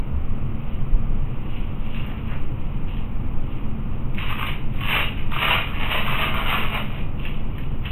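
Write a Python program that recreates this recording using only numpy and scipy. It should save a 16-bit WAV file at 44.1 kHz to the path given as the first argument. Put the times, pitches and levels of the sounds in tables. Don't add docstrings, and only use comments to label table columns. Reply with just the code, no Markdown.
import sys
import numpy as np
from scipy import signal
from scipy.fft import rfft, irfft
from scipy.io import wavfile
from scipy.ndimage import uniform_filter1d

SR = 44100
rng = np.random.default_rng(int(sys.argv[2]) if len(sys.argv) > 2 else 0)


def to_wav(s):
    ch = np.atleast_2d(s).T
    pcm = np.round(np.clip(ch, -1, 1) * 32767)
    wavfile.write(sys.argv[1], SR, pcm.astype(np.int16))


N = 348831

# frequency in Hz, relative gain in dB.
STRAP_COLOUR = [(100, -59.5), (400, -29), (900, -15), (1600, -7), (1900, -5.5), (2150, -2), (2450, -1.5),
                (2700, 0), (3000, -3), (3200, -7.5), (3400, -13), (3800, -17.5), (4100, -32), (6000, -65)]
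PANEL_COLOUR = [(300, -41.5), (720, -19.5), (870, -7), (1040, 0.5), (1200, 3), (1380, 1), (1680, -10.5),
                (2400, -39), (6000, -76.5)]
PAD_COLOUR = [(80, -33), (280, -16), (400, -3), (520, -4), (640, 2), (860, -1.5), (1100, -20.5),
              (2000, -35.5), (6000, -81.5)]
FIZZ_COLOUR = [(1000, -58.5), (4000, -27), (7500, 0.5), (9600, 7), (12100, -1.5), (13500, -4), (15600, -16)]
# time of full force in seconds, rise in seconds, hold in seconds, rasp level in dB,
# panel send in dB, fizz send in dB.
TUGS = [(4.191, 0.047, 0.078, -34, -6.5, -22.5), (4.297, 0.036, 0.011, -31.5, -1.5, -15.5),
        (4.394, 0.039, 0.037, -31, -1, -15), (4.471, 0.037, 0.0064, -30.5, -19, -21),
        (4.745, 0.015, 0.035, -47, -6, -16.5), (4.812, .008, .02, -38.5, 1.5, -15.5),
        (4.914, 0.12, 0.07, -21, -8.5, -18.5), (5.175, 0.03, 0.007, -39.5, -19, -23.5),
        (5.321, .012, 0.04, -32.5, 0.5, -19), (5.424, 0.1, 0.029, -21.5, -4.5, -19.5),
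        (5.479, 0.034, .065, -20.5, -4, -21.5), (5.67, 0.06, 0.044, -42.5, 1.5, -14),
        (5.747, 0.028, .005, -34, -9, -24), (5.803, .035, 0.06, -30.5, -6, -22),
        (5.91, 0.051, 0.065, -24, -4.5, -18.5), (6.077, 0.091, 0.068, -27, -2.5, -16.5),
        (6.195, 0.048, .05, -24, -2.5, -18.5), (6.339, .014, .08, -30.5, 1, -15.5),
        (6.495, .09, .045, -24, -1.5, -17), (6.573, .03, 0.054, -29.5, -1.5, -16),
        (6.75, 0.1, 0.007, -27.5, -4.5, -17), (6.944, 0.22, .046, -41, -6, -22)]
SLACK_DB_PER_S, DULL_DB_PER_S = 139.5, 22.5
PEEL_START_S, PAD_START_DB, PAD_DB_PER_S = 4.1, -16.5, 4


def peeling():
    t, power = np.arange(N) / SR, np.zeros((3, N))
    for peak_s, rise_s, hold_s, db, panel_db, fizz_db in TUGS:
        tug = amp(db + stroke_db(peak_s, rise_s, hold_s, SLACK_DB_PER_S))
        brightness = amp(fizz_db - DULL_DB_PER_S * np.clip(t - peak_s, -rise_s, 0.25))
        power += np.array([tug, tug * amp(panel_db), tug * brightness]) ** 2
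    pull = np.sqrt(power[0])
    panel_share, fizz_share = np.sqrt(power[1:] / power[0])
    pad_share = amp(PAD_START_DB + PAD_DB_PER_S * (t - PEEL_START_S))
    snaps_per_s = 900 + 7000 * pull / pull.max()
    hooks = pull * snaps(snaps_per_s, spread_db=0.5, clump_db=2.5, clump_hz=128)
    jerks = hooks * unit(amp(2 * wander(100)))
    strap = amp(0.37) * ring(hooks, STRAP_COLOUR)
    brace = ring(jerks * panel_share, PANEL_COLOUR) + ring(jerks * pad_share, PAD_COLOUR)
    fizz = amp(8) * ring(hooks * fizz_share, FIZZ_COLOUR)
    return room(strap, wet_db=-1) + room(brace, wet_db=-5.5) + room(fizz, wet_db=1.5)


# start in seconds, level in dB, treble send in dB, t60 in seconds.
CATCHES = [(0.696, -62, -7, 0.045), (1.946, -32, -18, 0.07), (1.996, -44, -24, .06), (2.063, -48, 7, 0.045),
           (2.095, -41, -25, .05), (2.179, -37.5, -17, 0.051), (2.274, -46, -2, 0.03),
           (2.882, -39, -17, 0.079), (2.9688, -35, -15.5, 0.047), (4.147, -36.5, -5, 0.026),
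           (4.183, -27, -15, 0.076), (4.468, -17, -13, 0.036), (4.738, -40.5, -6, .05),
           (4.807, -29.5, -8, 0.048), (5.317, -28.5, -10, 0.06), (7.252, -26.5, -13.5, 0.057),
           (7.582, -33, -7, 0.042), (7.855, -28.5, -18, 0.13)]


def catches():
    body, treble = np.zeros((2, N))
    t = np.arange(SR // 5) / SR
    crack = 0.52 + np.exp(-t / 0.0022)
    for start_s, db, treble_db, t60_s in CATCHES:
        burst = rng.standard_normal(len(t)) * crack * amp(db - 60 * t / t60_s)
        add(body, start_s, burst)
        add(treble, start_s, amp(treble_db) * burst)
    return room(ring(body, STRAP_COLOUR) + ring(treble, FIZZ_COLOUR), wet_db=0)


# frequency in Hz, relative gain in dB.
FABRIC_COLOUR = [(100, -51.5), (400, -33.5), (1100, -2), (1600, -17.5), (2200, -5), (2800, 2), (3100, -5.5),
                 (3400, -10.5), (3900, -23.5), (8500, -21.5), (12100, -26.5), (15600, -36.5)]
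# peak time in seconds, rise in seconds, level in dB.
FABRIC_SHIFTS = [(.7, 0.39, -50), (1.17, .06, -57.5), (1.3, .1, -55.5), (1.55, 0.24, -43.5),
                 (1.86, 0.23, -45), (1.95, .05, -39.5), (2.09, .02, -47.5), (2.31, 0.17, -44),
                 (2.6, .1, -53.5), (2.73, .08, -54), (2.89, .04, -45), (2.975, .05, -54), (3.5, .2, -49.5),
                 (3.57, .06, -54.5), (3.91, .03, -55), (7.195, 0.051, -42), (7.262, .06, -39.5),
                 (7.59, 0.18, -45.5), (7.848, .025, -36.5)]
# start in seconds, length in seconds, level in dB.
BRUSHES = [(1.9, 0.37, -46.5), (2.238, 0.18, -41), (7.816, 0.12, -43)]


def handling():
    power = np.zeros(N)
    for peak_s, rise_s, db in FABRIC_SHIFTS:
        power += amp(db + stroke_db(peak_s, rise_s, hold_s=0.032, fall_db_per_s=92)) ** 2
    crackle = np.sqrt(power) * snaps(per_s=900, spread_db=1.5, clump_db=4, clump_hz=26)
    out = amp(-0.5) * ring(crackle, FABRIC_COLOUR)
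    rub = noise([(50, -37), (300, -23.5), (700, 0.5), (1300, 2), (2400, -1.5), (3300, -31), (6000, -62)])
    for start_s, length_s, db in BRUSHES:
        brush = rub[round(start_s * SR):][:round(length_s * SR)]
        add(out, start_s, amp(db) * brush * np.hanning(len(brush)))
    return room(out, wet_db=-4)


# start in seconds, level in dB.
CHINKS = [(2.064, -56), (7.79, -63), (7.825, -62), (7.856, -61)]
# frequency in Hz, relative level in dB, t60 in seconds.
BRACELET_MODES = [(12100, -3, .14), (13950, 1, .1), (14250, -5.5, .2)]


def chinks():
    out, t = np.zeros(N), np.arange(SR // 4) / SR
    for start_s, db in CHINKS:
        for hz, mode_db, t60_s in BRACELET_MODES:
            add(out, start_s, amp(db + mode_db - 60 * t / t60_s) * np.sin(2 * np.pi * hz * t))
    return room(out, wet_db=4)


# centre in seconds, length in seconds, frequency in Hz, level in dB.
SWELLS = [(0.167, 0.16, 67, -19), (0.946, 0.056, 23.6, -5.5), (1.062, 0.98, 19.2, -15.5)]


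def swells():
    out = np.zeros(N)
    for centre_s, length_s, hz, db in SWELLS:
        t = np.arange(-length_s / 2, length_s / 2, 1 / SR)
        add(out, centre_s - length_s / 2, amp(db) * np.hanning(len(t)) * np.sin(2 * np.pi * hz * t))
    return out


# frequency in Hz, relative gain in dB.
DUCT_COLOUR = [(2, -4.5), (11, 16), (26, 3), (40, 0.5), (49, -6), (58, -4.5), (80, -6.5), (92, -2),
               (102, -10), (117, -3), (148, -4.5), (165, -15.5), (187, -11), (215, -10), (245, -23),
               (400, -52), (3000, -120)]
AIR_COLOUR = [(100, -21.5), (260, 9), (300, 6.5), (390, 0.5), (520, -0.5), (620, -5), (1200, -5),
              (1650, -17), (2450, -12), (3000, -16), (3500, -29), (3850, -32), (4100, -50.5), (6000, -86.5)]
HISS_COLOUR = [(1000, -39.5), (4000, -19), (9000, 4.5), (12000, 1.5), (15600, -4)]


def ventilation():
    fan_hz = 221 + 4 * wander(8.87)
    fan_rms = amp(-44 + 3.3 * wander(3.9))
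    fan = fan_rms * np.sqrt(2) * np.sin(2 * np.pi * np.cumsum(fan_hz) / SR)
    duct = amp(-21) * noise(DUCT_COLOUR)
    return duct + fan + amp(-40) * noise(AIR_COLOUR) + amp(-65) * noise(HISS_COLOUR)


# frequency in Hz, t60 in seconds.
ROOM_DECAY = [(200, 0.58), (1000, 0.2), (3000, 0.23), (12000, 0.2)]


def room(x, wet_db, patterns=3):
    wet, drift = np.zeros(N), 2.3 * np.arange(N) / SR
    for k in range(patterns):
        echoes = rng.choice([-1., 1.], SR // 2) * (rng.random(SR // 2) < 3000 / SR)
        echoes[:130] = 0
        hz, t, spectrum = signal.stft(echoes, SR, nperseg=256)
        decay = amp(-60 * t / read(ROOM_DECAY, hz)[:, None])
        tail = signal.istft(spectrum * decay, SR, nperseg=256)[1]
        share = np.sqrt(2 / patterns) * np.cos(np.pi * (drift + k / patterns))
        wet += signal.oaconvolve(x * share, tail / np.linalg.norm(tail))[:N]
    return (x + amp(wet_db) * wet) / np.hypot(1, amp(wet_db))


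def snaps(per_s, spread_db, clump_db, clump_hz):
    size_db = spread_db * np.minimum(rng.exponential(1, N), 4)
    size_db += clump_db * np.minimum(wander(clump_hz), 2)
    clicks = amp(size_db) * rng.choice([-1, 1], N) * (rng.random(N) < per_s / SR)
    power = uniform_filter1d(uniform_filter1d(clicks ** 2, size=900), size=900)
    return clicks / np.sqrt(abs(power) + 1e-6)


def stroke_db(peak_s, rise_s, hold_s, fall_db_per_s):
    t = np.arange(N) / SR - peak_s
    rise_db = 20.5 * np.minimum(t, 0) / rise_s
    fall_db = fall_db_per_s * np.maximum(t - hold_s, 0)
    return np.maximum(rise_db - fall_db, -150)


def ring(x, colour, size=4096):
    log_gain = np.log(amp(read(colour, abs(np.fft.fftfreq(size, 1 / SR)))))
    spectrum = np.exp(np.conj(signal.hilbert(log_gain)))
    response = np.fft.ifft(spectrum).real[:size // 2]
    return signal.oaconvolve(x, response / np.linalg.norm(response))[:len(x)]


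def noise(colour):
    gain = amp(read(colour, np.fft.rfftfreq(N, 1 / SR)))
    return unit(irfft(rfft(rng.standard_normal(N)) * gain, N))


def wander(cutoff_hz):
    rolloff = 1 + (np.fft.rfftfreq(N, 1 / SR) / cutoff_hz) ** 4
    return unit(irfft(rfft(rng.standard_normal(N)) / rolloff, N))


def read(points, hz):
    point_hz, values = np.transpose(points)
    return np.interp(np.log(hz + 1), np.log(point_hz + 1), values)


def add(mix, start_s, sound):
    part = mix[max(round(start_s * SR), 0):][:len(sound)]
    part += sound[:len(part)]


def amp(db):
    return 10 ** (np.asarray(db) / 20)


def unit(x):
    return x / np.sqrt(np.mean(x ** 2) + 1e-20)


def scene():
    return (peeling() + handling() + catches() + chinks() + swells() + ventilation())[None]


def record(dry):
    low_edge_hz, treble_hz, top_hz = 4090, (7850, 11970), (11970, 15680)
    design = dict(numtaps=801, window=("kaiser", 9), fs=SR)
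    low = signal.firwin(cutoff=low_edge_hz, **design)
    treble = signal.firwin(cutoff=treble_hz, pass_zero=False, **design)
    top = signal.firwin(cutoff=top_hz, pass_zero=False, **design)
    return signal.oaconvolve(dry, (low + amp(-18) * treble + top)[None], "same")


dry = scene()
out = record(dry)
to_wav(out)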